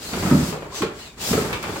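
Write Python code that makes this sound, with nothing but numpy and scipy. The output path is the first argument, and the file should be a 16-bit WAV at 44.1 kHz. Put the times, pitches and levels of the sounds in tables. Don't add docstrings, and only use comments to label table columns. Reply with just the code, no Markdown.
import sys
import numpy as np
from scipy import signal
from scipy.fft import rfft, irfft, next_fast_len
from scipy.io import wavfile
from scipy.ndimage import map_coordinates

SR = 44100
rng = np.random.default_rng(int(sys.argv[2]) if len(sys.argv) > 2 else 0)


def transcribe(signal):
    frames = np.atleast_2d(signal).T
    limited = np.clip(frames, -1, 1)
    pcm = np.round(limited * 32767).astype(np.int16)
    wavfile.write(sys.argv[1], SR, pcm)


N = 79380

# time_s, level_db
THROTTLE = [(0, -45.5), (.03, -37.5), (.26, -35.5), (.5, -35), (.6, -50), (.695, -54), (.755, -33.5),
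            (.79, -32), (.92, -54), (1.0, -42.5), (1.07, -45), (1.158, -57), (1.215, -33), (1.31, -28.5),
            (1.45, -36.5), (1.6, -44.5), (1.66, -42), (1.8, -39)]
# time_s, pitch_hz
MESH_PITCH = [(0, 3700), (.09, 4300), (.22, 4950), (.45, 4950), (.53, 4400), (.67, 800), (.92, 1400),
              (.99, 2700), (1.04, 2950), (1.075, 2450), (1.16, 2350), (1.205, 4150), (1.275, 5500),
              (1.31, 5400), (1.34, 4650), (1.5, 3400)]
# time_s, level_db
WHINE_LEVEL = [(0, -46), (.14, -43), (.5, -46.5), (.92, -72), (1.0, -42.5), (1.1, -48), (1.17, -61),
               (1.23, -32), (1.34, -35.5), (1.4, -53)]
# cycles_per_motor_turn, level_db
GEAR_ORDERS = [(9.6, -6), (14, 0), (21, -5)]
# frequency_hz, level_db
GEAR_SPECTRUM = [(100, -28), (420, 2.5), (1600, -3.5), (3300, -1.5), (4700, 0.5), (5800, -5.5), (7400, -2),
                 (8300, -5.5), (9200, -13.5), (15500, -40)]
# frequency_hz, level_db
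FIZZ_SPECTRUM = [(1500, -58), (5000, 6), (9500, 2), (15000, 1.5)]
# time_s, level_db
ROLL_LEVEL = [(0, -44.5), (.11, -38.5), (.14, -33.5), (.3, -25), (.44, -33), (.6, -40), (.7, -43),
              (.95, -43), (1.14, -52), (1.29, -34), (1.42, -27.5), (1.51, -29), (1.61, -38.5), (1.7, -31),
              (1.8, -38)]
# frequency_hz, level_db
TREAD_SPECTRUM = [(20, -70), (50, -4.5), (180, -1.5), (300, -4), (400, -3), (500, -9.5), (700, -10.5),
                  (1400, -12.5), (2200, -17), (5000, -35)]
# start_s, level_db, pitch_hz
LANDINGS = [(0.129, -19.5, 202), (0.199, -21, 170), (0.251, -17, 181), (.312, -10, 232), (.323, -2, 211),
            (.345, -8, 284.4), (0.37, -13.5, 252), (.397, -34, 204), (0.429, -16, 163), (.488, -17.5, 190),
            (0.807, -20, 312), (0.822, -18, 187), (0.832, -15, 420), (1.309, -15, 226), (1.318, -12.5, 167),
            (1.332, -15.5, 422), (1.348, -18, 258), (1.378, -11.5, 424), (1.693, -25.5, 414)]
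# pitch_hz, level_db, t60_s
WOOD_MODES = [(83.3, 3, 0.39), (151, 3, 0.253), (180.5, -2.5, 0.18), (253.5, -2, 0.15), (357, -1, 0.2),
              (422.3, -4.5, 0.1), (579, -1.5, 0.31)]
# start_s, level_db
CHASSIS_HITS = [(.262, -24.5), (.312, -19.5), (1.378, -25)]
# pitch_hz, level_db, t60_s
CHASSIS_HIT_MODES = [(937, -10, 0.085), (1298, -3.5, 0.14), (1370, -13, 0.023)]
# start_s, level_db, tilt_db_per_octave
SHELL_HITS = [(.135, -28.5, -2), (.526, -25.5, -6.5), (.622, -33.5, -5), (0.82, -23, 0), (1.33, -22, -4),
              (1.529, -24, 0), (1.627, -35, 3), (1.639, -27.5, -3), (1.758, -27.5, -5.5)]
# frequency_hz, level_db
SHELL_SPECTRUM = [(100, -26), (400, 1), (950, -0.5), (1350, 2), (1900, -4), (2350, 0.5), (3500, -6.5),
                  (5000, -14), (15000, -36)]
# centre_s, length_s, pitch_hz, glide_octaves_per_s, level_db
LOAD_SQUEAKS = [(.728, .04, 1070, 9, -41), (.772, .035, 6080, .3, -34.5)]
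# frequency_hz, level_db
ROOM_TONE_SPECTRUM = [(20, 6), (60, 9.5), (400, -17.5), (15000, -34)]
# frequency_hz, t60_s
ROOM_DECAY = [(100, 0.19), (500, 0.42), (3000, 0.34), (12000, 0.099)]
# frequency_hz, correlation
MIC_CORRELATION = [(60, 1), (250, 0.96), (500, 0.82), (1000, 0.64), (2000, -0.13)]
# frequency_hz, left_minus_right_db
MIC_BALANCE = [(50, -2.5), (400, -0.6), (2200, 1), (5000, 2), (7500, 6.5), (11000, -1.5)]

CRUISE_DB, PINION_TEETH = -39, 14
RASP_DB, FIZZ_DB, FIZZ_DB_PER_EFFORT_DB, FIZZ_DB_PER_OCTAVE = 1.5, -3.5, 1.32, 3
THUMP_RISE_S, RING_DB, RING_FALL_DB_PER_OCTAVE = 0.0035, -11.5, 8.5
CLACK_T60_S, RATTLE_T60_S, RATTLE_DB, SNAP_DB = 0.066, 0.25, -11, -12
LOW_CUT_HZ, TOP_HZ = 37, 15870


def drivetrain():
    effort_db = curve(THROTTLE) - CRUISE_DB
    turn_hz = curve(MESH_PITCH) / PINION_TEETH
    phase = 2 * np.pi * np.cumsum(turn_hz * (1 + 0.012 * wobble(60))) / SR
    teeth = amp(0.8 * np.sin(phase) + wobble(900))
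    rasp = amp(RASP_DB + effort_db) * noise(GEAR_SPECTRUM, teeth)
    speed_db = FIZZ_DB_PER_OCTAVE * np.log2(turn_hz / turn_hz.mean())
    fizz = amp(FIZZ_DB + FIZZ_DB_PER_EFFORT_DB * effort_db + speed_db) * noise(FIZZ_SPECTRUM, teeth)
    partials = np.zeros(N)
    for order, db in GEAR_ORDERS:
        swell_db = 4.5 * wobble(45)
        gain = amp(db + along(GEAR_SPECTRUM, order * turn_hz) + swell_db)
        partials += gain * np.sin(order * phase + 0.65 * wobble(500))
    whine = amp(curve(WHINE_LEVEL)) * unit(in_room(unit(partials), wet_db=1))
    return amp(CRUISE_DB) * (rasp + fizz) + whine


def rolling_tires():
    patter = amp(1.68 * wobble(110))
    return amp(2 + curve(ROLL_LEVEL)) * noise(TREAD_SPECTRUM, patter)


def tire_thumps():
    out, t = np.zeros((2, N)), np.arange(SR // 2) / SR
    rise = t / THUMP_RISE_S
    for start_s, db, pitch_hz in LANDINGS:
        boom = np.sin(2 * np.pi * pitch_hz * t) * rise * np.exp(1 - rise)
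        ring = np.zeros(len(t))
        for hz, mode_db, t60_s in WOOD_MODES:
            octaves_off = abs(np.log2(hz / pitch_hz))
            gain = amp(mode_db + rng.normal(0, 2.04) - RING_FALL_DB_PER_OCTAVE * octaves_off)
            ring += gain * np.sin(2 * np.pi * (hz * t + rng.random())) * fade(t, t60_s)
        thump = boom + amp(RING_DB) * ring * (1 - np.exp(-rise))
        add(out, start_s, amp(db) * in_room(thump, wet_db=-4.5))
    return out


def chassis_knocks():
    out, t = np.zeros((2, N)), np.arange(SR // 2) / SR
    for start_s, db in CHASSIS_HITS:
        ring = sum(amp(mode_db) * np.sin(2 * np.pi * hz * t) * fade(t, t60_s)
                   for hz, mode_db, t60_s in CHASSIS_HIT_MODES)
        crack = amp(1) * noise(TREAD_SPECTRUM)[:, :len(t)] * fade(t, t60_s=0.016)
        add(out, start_s, amp(db) * in_room(ring + crack, wet_db=-4.5))
    return out


def shell_clacks():
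    out, t = np.zeros((2, N)), np.arange(SR // 2) / SR
    strike = fade(t, CLACK_T60_S)
    for start_s, db, tilt in SHELL_HITS:
        colour = [(hz, level_db + tilt * np.log2(hz / 1300)) for hz, level_db in SHELL_SPECTRUM]
        chatter = amp(RATTLE_DB + 3.76 * wobble(264)[:len(t)]) * fade(t, RATTLE_T60_S)
        snap = amp(SNAP_DB + 4.2 * tilt) * noise(FIZZ_SPECTRUM)[:, :len(t)] * strike
        body = noise(colour)[:, :len(t)] * (strike + chatter)
        add(out, start_s, amp(db) * in_room(snap + body, wet_db=-1.5))
    return out


def squeaks():
    out = np.zeros(N)
    for centre_s, length_s, hz, glide, db in LOAD_SQUEAKS:
        t = np.arange(N) / SR - centre_s
        phase = 2 * np.pi * np.cumsum(hz * 2 ** (glide * t)) / SR
        swell = np.exp(-(2 * t / length_s) ** 2)
        out += amp(db + 0.5) * swell * np.sin(phase + 0.92 * wobble(hz / 8))
    return in_room(out, wet_db=1.5)


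def in_room(x, wet_db):
    hz, t, bands = signal.stft(rng.standard_normal((2, SR // 2)), SR, nperseg=256)
    bands = bands * fade(t, along(ROOM_DECAY, hz)[:, None])
    tail = spread(signal.istft(bands, SR, nperseg=256)[1])
    wet = signal.fftconvolve(np.atleast_2d(x), tail / np.linalg.norm(tail[0]), axes=1)
    return x + amp(wet_db) * wet[:, :x.shape[-1]]


def room_tone():
    return amp(-48.5) * noise(ROOM_TONE_SPECTRUM)


def amp(db):
    return 10 ** (np.asarray(db) / 20)


def unit(x):
    return x / np.sqrt(np.mean(x ** 2) + 1e-20)


def fade(t, t60_s):
    return amp(-60 * t / t60_s)


def along(rows, hz):
    row_hz, values = np.transpose(rows)
    return np.interp(np.log(hz + 1), np.log(row_hz + 1), values)


def curve(rows):
    return np.interp(np.arange(N) / SR, *np.transpose(rows))


def wobble(knots_per_s):
    return map_coordinates(rng.standard_normal(N // 8), [np.arange(N) * knots_per_s / SR], mode="wrap")


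def filtered(x, response):
    n = x.shape[-1]
    padded = next_fast_len(n + SR // 4)
    return irfft(rfft(x, padded) * response(np.fft.rfftfreq(padded, 1 / SR)), padded)[..., :n]


def spread(pair):
    def mid_side_gains(hz):
        angle = np.arccos(np.clip(along(MIC_CORRELATION, hz), -1, 1)) / 2
        return np.array([np.cos(angle), np.sin(angle)])
    mid, side = filtered(pair, mid_side_gains)
    return np.array([mid + side, mid - side])


def noise(spectrum, grain=1):
    rough = grain * rng.standard_normal((2, N))
    return unit(spread(filtered(rough, lambda hz: amp(along(spectrum, hz)))))


def add(track, start_s, x):
    part = track[:, max(round(start_s * SR), 0):][:, :x.shape[-1]]
    part += x[:, :part.shape[1]]


def scene():
    truck = drivetrain() + squeaks() + rolling_tires() + tire_thumps() + chassis_knocks() + shell_clacks()
    return filtered(truck + room_tone(), lambda hz: amp(np.outer([.5, -.5], along(MIC_BALANCE, hz))))


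def record(dry):
    return filtered(dry, lambda hz: (hz < TOP_HZ) * (1 - np.exp(-(hz / LOW_CUT_HZ) ** 3)))


dry = scene()
out = record(dry)
transcribe(out)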